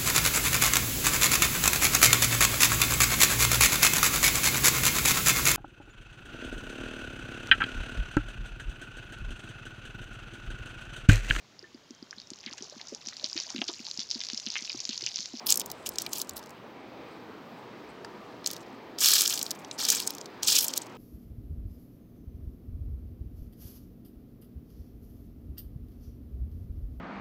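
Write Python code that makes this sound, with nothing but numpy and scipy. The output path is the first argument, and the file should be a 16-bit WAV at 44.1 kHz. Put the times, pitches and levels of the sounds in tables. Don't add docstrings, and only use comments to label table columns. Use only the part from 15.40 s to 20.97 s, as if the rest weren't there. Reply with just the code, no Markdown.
import sys
import numpy as np
from scipy import signal
from scipy.io import wavfile
from scipy.ndimage import uniform_filter1d

SR = 44100
rng = np.random.default_rng(int(sys.argv[2]) if len(sys.argv) > 2 else 0)


def generate_wav(signal):
    frames = np.transpose(np.atleast_2d(signal))
    scaled = np.clip(frames, -1, 1) * 32767
    pcm = np.round(scaled).astype(np.int16)
    wavfile.write(sys.argv[1], SR, pcm)


N = 245637
HIT_SAMPLES = 2048
BODY_TOP_HZ, CRACK_LOW_HZ, TOP_HZ = 9000, 10000, 15900


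def from_db(db):
    return 10 ** (np.asarray(db) / 20)


def unit_rms(x):
    return x / np.sqrt(np.mean(x ** 2) + 1e-20)


def unit_energy(x):
    return x / np.sqrt(np.sum(x ** 2) + 1e-20)


def fader(points):
    times, levels_db = np.transpose(points)
    return from_db(np.interp(np.arange(N) / SR, times, levels_db))


def db_at(spectrum, hz):
    freqs, levels_db = np.transpose(spectrum)
    return np.interp(np.log(hz), np.log(freqs), levels_db)


def butter(x, hz, kind, order=2):
    sos = signal.butter(order, np.clip(hz, 10, .47 * SR), kind, fs=SR, output="sos")
    return signal.sosfilt(sos, x + 1e-18)


def drift(per_s):
    knots = rng.standard_normal(2048)
    return np.interp(np.arange(N) / SR * per_s, np.arange(len(knots)), knots)


def swells(rows):
    t = np.arange(N) / SR
    return sum(from_db(level_db) * np.exp(-((t - s) / half_s) ** 2) for s, half_s, level_db in rows)


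def levelled(x, span_s=0.041):
    power = np.maximum(uniform_filter1d(x ** 2, int(span_s * SR)), 0)
    return x / np.sqrt(power + .02 * np.mean(x ** 2))


def grains(per_s, spread_db=4):
    sizes = from_db(spread_db * np.minimum(rng.exponential(1, N), 4)) * rng.choice([-1, 1], N)
    return sizes * (rng.random(N) < per_s / SR)


def ring(hz, t60):
    t = np.arange(HIT_SAMPLES) / SR
    return np.sin(2 * np.pi * hz * t) * from_db(-60 * t / t60)


def contact(scatter_db=-13, scatter_t60=0.029, far_db=-38, far_t60=0.0204):
    t = np.arange(HIT_SAMPLES) / SR
    fade = from_db(scatter_db - 60 * t / scatter_t60) + from_db(far_db - 60 * t / far_t60)
    pulse = fade * rng.standard_normal(HIT_SAMPLES)
    pulse[0] += 1
    return pulse


def crackle(per_s):
    return signal.fftconvolve(grains(per_s), contact())[:N]


def far_hum(band_hz=(112, 124), level_db=-68):
    return from_db(level_db) * unit_rms(butter(rng.standard_normal(N), band_hz, "band"))


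# (frequency [Hz], relative density [dB])
RIVER_EQ = [(25, -33), (50, -19.5), (75, -14.5), (150, -5.5), (240, 0), (420, 0), (620, -6), (950, -4.5),
            (1500, -13), (2300, -15.5), (5000, -28), (8600, -56.5), (10000, -53), (16000, -35)]
# (time [s], level [dB])
RIVER_FADER = [(0, -46), (.75, -47.5), (1.35, -47), (1.6, -45.5), (2.0, -46.5), (2.8, -46), (5.57, -46)]
def river(swell_db=1.77, swells_per_s=12):
    edges_hz = 25 * 2 ** np.arange(0, 9.6, 1 / 3)
    white = rng.standard_normal((2, N))
    rush = np.zeros(N)
    for k, (low, high) in enumerate(zip(edges_hz, edges_hz[1:])):
        band = butter(white[k % 2], [low, high], "band", order=3)
        rush += band * from_db(db_at(RIVER_EQ, np.sqrt(low * high)) + swell_db * drift(swells_per_s))
    return fader(RIVER_FADER) * unit_rms(rush)


# (time [s], level [dB])
PALM_FADER = [(0, -59), (1.1, -68), (1.5, -66), (2.0, -65), (2.9, -62.5), (3.3, -67), (5.57, -64.5)]
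def palm_hiss(band_hz=(1600, 5000)):
    return fader(PALM_FADER) * unit_rms(butter(rng.standard_normal(N), band_hz, "band"))


# (time [s], half-width [s], level [dB])
THUD_CUES = [(.3, .04, -64), (.5, 0.099, -59.5), (.95, 0.047, -58), (5.06, 0.068, -60)]
def hand_thuds(band_hz=(50, 100)):
    return swells(THUD_CUES) * unit_rms(butter(rng.standard_normal(N), band_hz, "band"))


# (time [s], half-width [s], level [dB])
RUB_CUES = [(.65, 0.3, -59), (1.72, .1, -79), (2.19, 0.033, -76), (2.5, 0.015, -68), (2.85, 0.086, -82.5),
            (4.34, 0.02, -54)]
def skin_rubs(band_hz=(5500, 9000), slips_per_s=700):
    return swells(RUB_CUES) * unit_rms(butter(crackle(slips_per_s), band_hz, "band"))


# (frequency [Hz], relative level [dB], t60 [s])
GRIPPED_MODES = [(930, -4, 0.056), (1280, -1.5, 0.02), (1770, 3.5, 0.019), (2320, -8, 0.0084),
                 (4900, 2.5, 0.011)]
# (time [s], gain [dB])
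TAP_CUES = [(2.6475, -35.5), (4.528, -36)]
def held_stone(scuff_db=14, scuff_hz=(800, 5500)):
    modes = sum((-1) ** k * from_db(db) * ring(hz, t60) for k, (hz, db, t60) in enumerate(GRIPPED_MODES))
    out = np.zeros(N)
    for s, gain_db in TAP_CUES:
        at = round(s * SR)
        scuff = from_db(scuff_db) * unit_energy(butter(contact(), scuff_hz, "band"))
        out[at:at + HIT_SAMPLES] += from_db(gain_db) * (modes + scuff)
    return out


# (centre [Hz], width [Hz], gain [dB])
MIC_EQ = [(1576, 350, 4), (2140, 250, -3.5), (2335, 220, 7.5), (2800, 430, 0.5), (3200, 210, 2.5),
          (5280, 61, 4), (8700, 460, -1.5)]
def mic_colour(x):
    for hz, width_hz, gain_db in MIC_EQ:
        tuning = -2 * np.cos(2 * np.pi * hz / SR)
        half = np.pi * width_hz / SR
        lift = from_db(gain_db / 2)
        numerator = [1 + half * lift, tuning, 1 - half * lift]
        denominator = [1 + half / lift, tuning, 1 - half / lift]
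        x = signal.lfilter(numerator, denominator, x)
    return x


def push_envelope(start, length, t60, attack_share=0.32):
    t = np.arange(N) / SR - start
    attack = np.clip(t / (attack_share * length), 0, 1)
    return attack * from_db(-60 * np.maximum(t - length, 0) / t60)


# (start [s], length [s], crunch level [dB], release t60 [s],
# crack re crunch [dB], send to the big stones [dB])
PUSH_CUES = [(0.06, .009, -31, .05, 5.5, -36), (0.079, .04, -27, .07, -9, -36),
             (0.456, 0.0188, -35, 0.029, -8, -32), (0.589, .025, -44, 0.17, -20, -25),
             (0.71, 0.096, -40.5, .1, -4, -28), (0.959, .02, -45.5, 0.056, 2, -30),
             (3.051, .03, -47, 0.57, -12, -32), (3.581, 0.18, -22.5, 0.68, -7, -20.5),
             (3.889, 0.044, -30, 0.2, -10, -21), (4.375, 0.074, -31.5, 0.53, -12.5, -18.5),
             (4.473, .05, -27.5, 0.51, -11, -20.5), (5.019, 0.038, -35.5, 0.087, -18, -25),
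             (5.059, 0.059, -23.5, 0.45, -9, -25.5), (5.138, .052, -23.5, 0.11, -9, -29.5),
             (5.195, 0.055, -34, 0.042, 3.5, -26), (5.272, 0.033, -43.5, 0.069, -23, -32),
             (5.348, 0.031, -38, 0.066, -9, -29), (5.412, 0.014, -45, 0.035, -29, -22)]
def raking(creep_db=-26.5, creep_t60=0.88, creep_crack_db=-12):
    power = np.zeros((3, N))
    for start, length, level_db, t60, crack_db, big_db in PUSH_CUES:
        push = from_db(level_db) * push_envelope(start, length, t60)
        creep = from_db(level_db + creep_db) * push_envelope(start, length, creep_t60)
        power += np.outer(from_db([0, crack_db, big_db]), push) ** 2
        power[:2] += np.outer(from_db([0, creep_crack_db]), creep) ** 2
    return np.sqrt(power)


def big_stones(push, count=8, knocks_per_s=60, band_hz=(1080, 2300), gain_db=1.5):
    knocks = sum(crackle(knocks_per_s) for _ in range(count))
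    return from_db(gain_db) * push * levelled(butter(knocks, band_hz, "band", order=3))


# (frequency [Hz], relative density [dB])
GRIT_EQ = [(2400, -3), (3100, -9.5), (4200, 3.5), (6500, -3), (7900, 3.5)]
def grit_crunch(push, crack_push, peak_per_s=2400, sizes=28, band_ratio=1.295,
                ring_db=-5, ring_cycles=110, jerk_db=1.0):
    clicks = grains(peak_per_s * (push / push.max()) ** 0.43)
    size_of_click = rng.integers(0, sizes, N)
    sharpness = from_db(3.9 * rng.standard_normal(N))
    body, crack = np.zeros((2, N + HIT_SAMPLES))
    for size, hz in enumerate(np.geomspace(2450, 8000, sizes)):
        pulse = contact()
        stone = unit_energy(butter(pulse, [hz / band_ratio, hz * band_ratio], "band"))
        stone += from_db(ring_db) * unit_energy(ring(hz, ring_cycles / hz))
        stone *= from_db(db_at(GRIT_EQ, hz)) * np.sqrt(hz / 2400)
        edge = butter(pulse, [CRACK_LOW_HZ, TOP_HZ], "band", order=3)
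        for at in np.flatnonzero((size_of_click == size) & (clicks != 0)):
            body[at:at + HIT_SAMPLES] += clicks[at] * stone
            crack[at:at + HIT_SAMPLES] += clicks[at] * sharpness[at] * edge
    body = butter(body[:N], BODY_TOP_HZ, "low", order=12)
    body = butter(body, 2600, "high", order=6)
    jerks = from_db(jerk_db * drift(per_s=160))
    return jerks * (push * levelled(body) + crack_push * levelled(crack[:N]))


def clack(hz, crack_db, band_ratio=1.417, ring_db=-8, ring_t60=0.014):
    pulse = contact(scatter_db=-15, scatter_t60=0.014, far_db=-41.5)
    gaps = sum(ring(hz * 2 ** octaves, ring_t60) for octaves in rng.uniform(-0.324, 0.45, 3))
    body = unit_energy(butter(pulse, [hz / band_ratio, hz * band_ratio], "band"))
    body += from_db(ring_db) * unit_energy(gaps)
    body = butter(body, BODY_TOP_HZ, "low", order=8)
    body = butter(body, 0.15 * hz, "high", order=3)
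    crack = butter(pulse, [CRACK_LOW_HZ, TOP_HZ], "band", order=3)
    return unit_energy(body) + from_db(crack_db) * unit_energy(crack)


def knock(hz, crack_db, graze_db=-22, max_graze_s=0.005, rock_db=-9, max_rock_s=.0022):
    before, after = rng.uniform(.2, 1, 2)
    touches = ((-max_graze_s * before, graze_db), (0, 0), (max_rock_s * after, rock_db))
    makeup = np.sqrt(.005 * SR)
    return [(delay_s, from_db(db) * makeup * clack(hz, crack_db)) for delay_s, db in touches]


def topple_cues(per_s=69, settle_s=0.14, level_db=-51.5, spread_db=3, pitch_hz=5200, spread_octaves=.25):
    cues = []
    for start, length, *_ in PUSH_CUES:
        moments = start + np.cumsum(rng.exponential(1 / per_s, size=40))
        topples = rng.random(40) > (moments - start - length) / settle_s
        levels_db = level_db + spread_db * rng.standard_normal(40)
        octaves = spread_octaves * rng.standard_normal(40)
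        cracks_db = -10 + 18 * octaves
        cues.extend(np.column_stack([moments, levels_db, pitch_hz * 2 ** octaves, cracks_db])[topples])
    return cues


# (time [s], relative level [dB], pitch [Hz], crack re body [dB])
KNOCK_CUES = [(0.104, -18, 6360, -3.5), (0.1235, -13.5, 6370, -12), (0.142, -27, 6700, -11),
              (0.157, -27.5, 7250, -3), (0.1737, -25.5, 7300, -0.5), (0.197, -26.5, 7600, -4),
              (0.206, -30.5, 6540, -15), (0.2147, -33.5, 4330, -8), (0.2604, -38.5, 7000, 1.5),
              (0.3009, -39, 5160, -8), (0.3155, -36.5, 5940, 2.5), (0.4904, -31.5, 7440, 1.5),
              (0.5575, -39, 5620, -19), (0.5847, -22.5, 5330, -13.5), (0.6195, -30.5, 7200, -2.5),
              (0.6641, -30.5, 3620, -12), (0.732, -26.5, 5780, -5.5), (0.7827, -35.5, 6530, 3),
              (0.816, -27, 5970, -2.5), (0.8941, -32, 5800, -6.5), (1.071, -54, 4900, -16),
              (3.044, -41, 4010, -19.5), (3.062, -21.5, 5700, -21), (3.073, -25, 5560, -9),
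              (3.1038, -35, 4360, -18), (3.1127, -36, 5600, -0.5), (3.1326, -37, 5840, -3),
              (3.165, -39.5, 4900, -12), (3.5862, -31, 4850, -17), (3.6588, -19.5, 4870, -2.5),
              (3.686, -19.5, 5300, -2), (3.717, -23.5, 6150, 0), (3.808, -19, 6050, -4),
              (3.819, -22.5, 6000, 0.5), (3.8597, -21.5, 4700, -20), (3.877, -20, 6700, -8),
              (3.9761, -28.5, 4040, -7), (3.9919, -29, 5260, -7), (4.0138, -27.5, 4540, -24),
              (4.0285, -25, 8100, -5.5), (4.0643, -32, 4400, -23), (4.1075, -27.5, 6200, -11),
              (4.1125, -28, 5330, -7.5), (4.2473, -41.5, 4500, -24), (4.3125, -32, 4340, -32),
              (4.451, -23.5, 5630, -9.5), (4.4876, -22, 5200, -7), (4.502, -14.5, 7000, -7),
              (4.5255, -30, 5200, 1), (4.5496, -25.5, 6100, -6), (4.6014, -26.5, 4800, -5),
              (4.6742, -21.5, 7900, -11), (4.7054, -32.5, 5060, -2), (4.75, -40, 6200, -5),
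              (4.7827, -39, 5300, -11), (4.8125, -37, 5430, -22), (4.8582, -40, 5050, -16.5),
              (5.0315, -22.5, 5020, -10.5), (5.083, -19.5, 5120, -19), (5.1658, -18, 6430, -18),
              (5.1873, -20.5, 6070, 0), (5.282, -24.5, 7200, -4.5), (5.3369, -27.5, 5100, -15),
              (5.3765, -23, 6700, -1.5)]
def pebbles(cues, trim_db=-2):
    out = np.zeros(N + HIT_SAMPLES)
    for s, level_db, hz, crack_db in cues:
        for delay_s, sound in knock(hz, crack_db):
            at = min(round((s + delay_s) * SR), N)
            out[at:at + HIT_SAMPLES] += from_db(level_db + trim_db) * sound
    return out[:N]


def scene():
    push, crack_push, deep_push = raking()
    hand = held_stone() + hand_thuds() + skin_rubs()
    ambience = river() + palm_hiss() + far_hum()
    stones = pebbles(KNOCK_CUES) + grit_crunch(push, crack_push)
    stones += big_stones(deep_push) + pebbles(topple_cues())
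    return (ambience + hand + mic_colour(stones))[None]


def record(dry):
    top_cut = signal.ellip(10, .2, 70, TOP_HZ, fs=SR, output="sos")
    return signal.sosfilt(top_cut, butter(dry, 40, "high"))


dry = scene()
out = record(dry)
generate_wav(out)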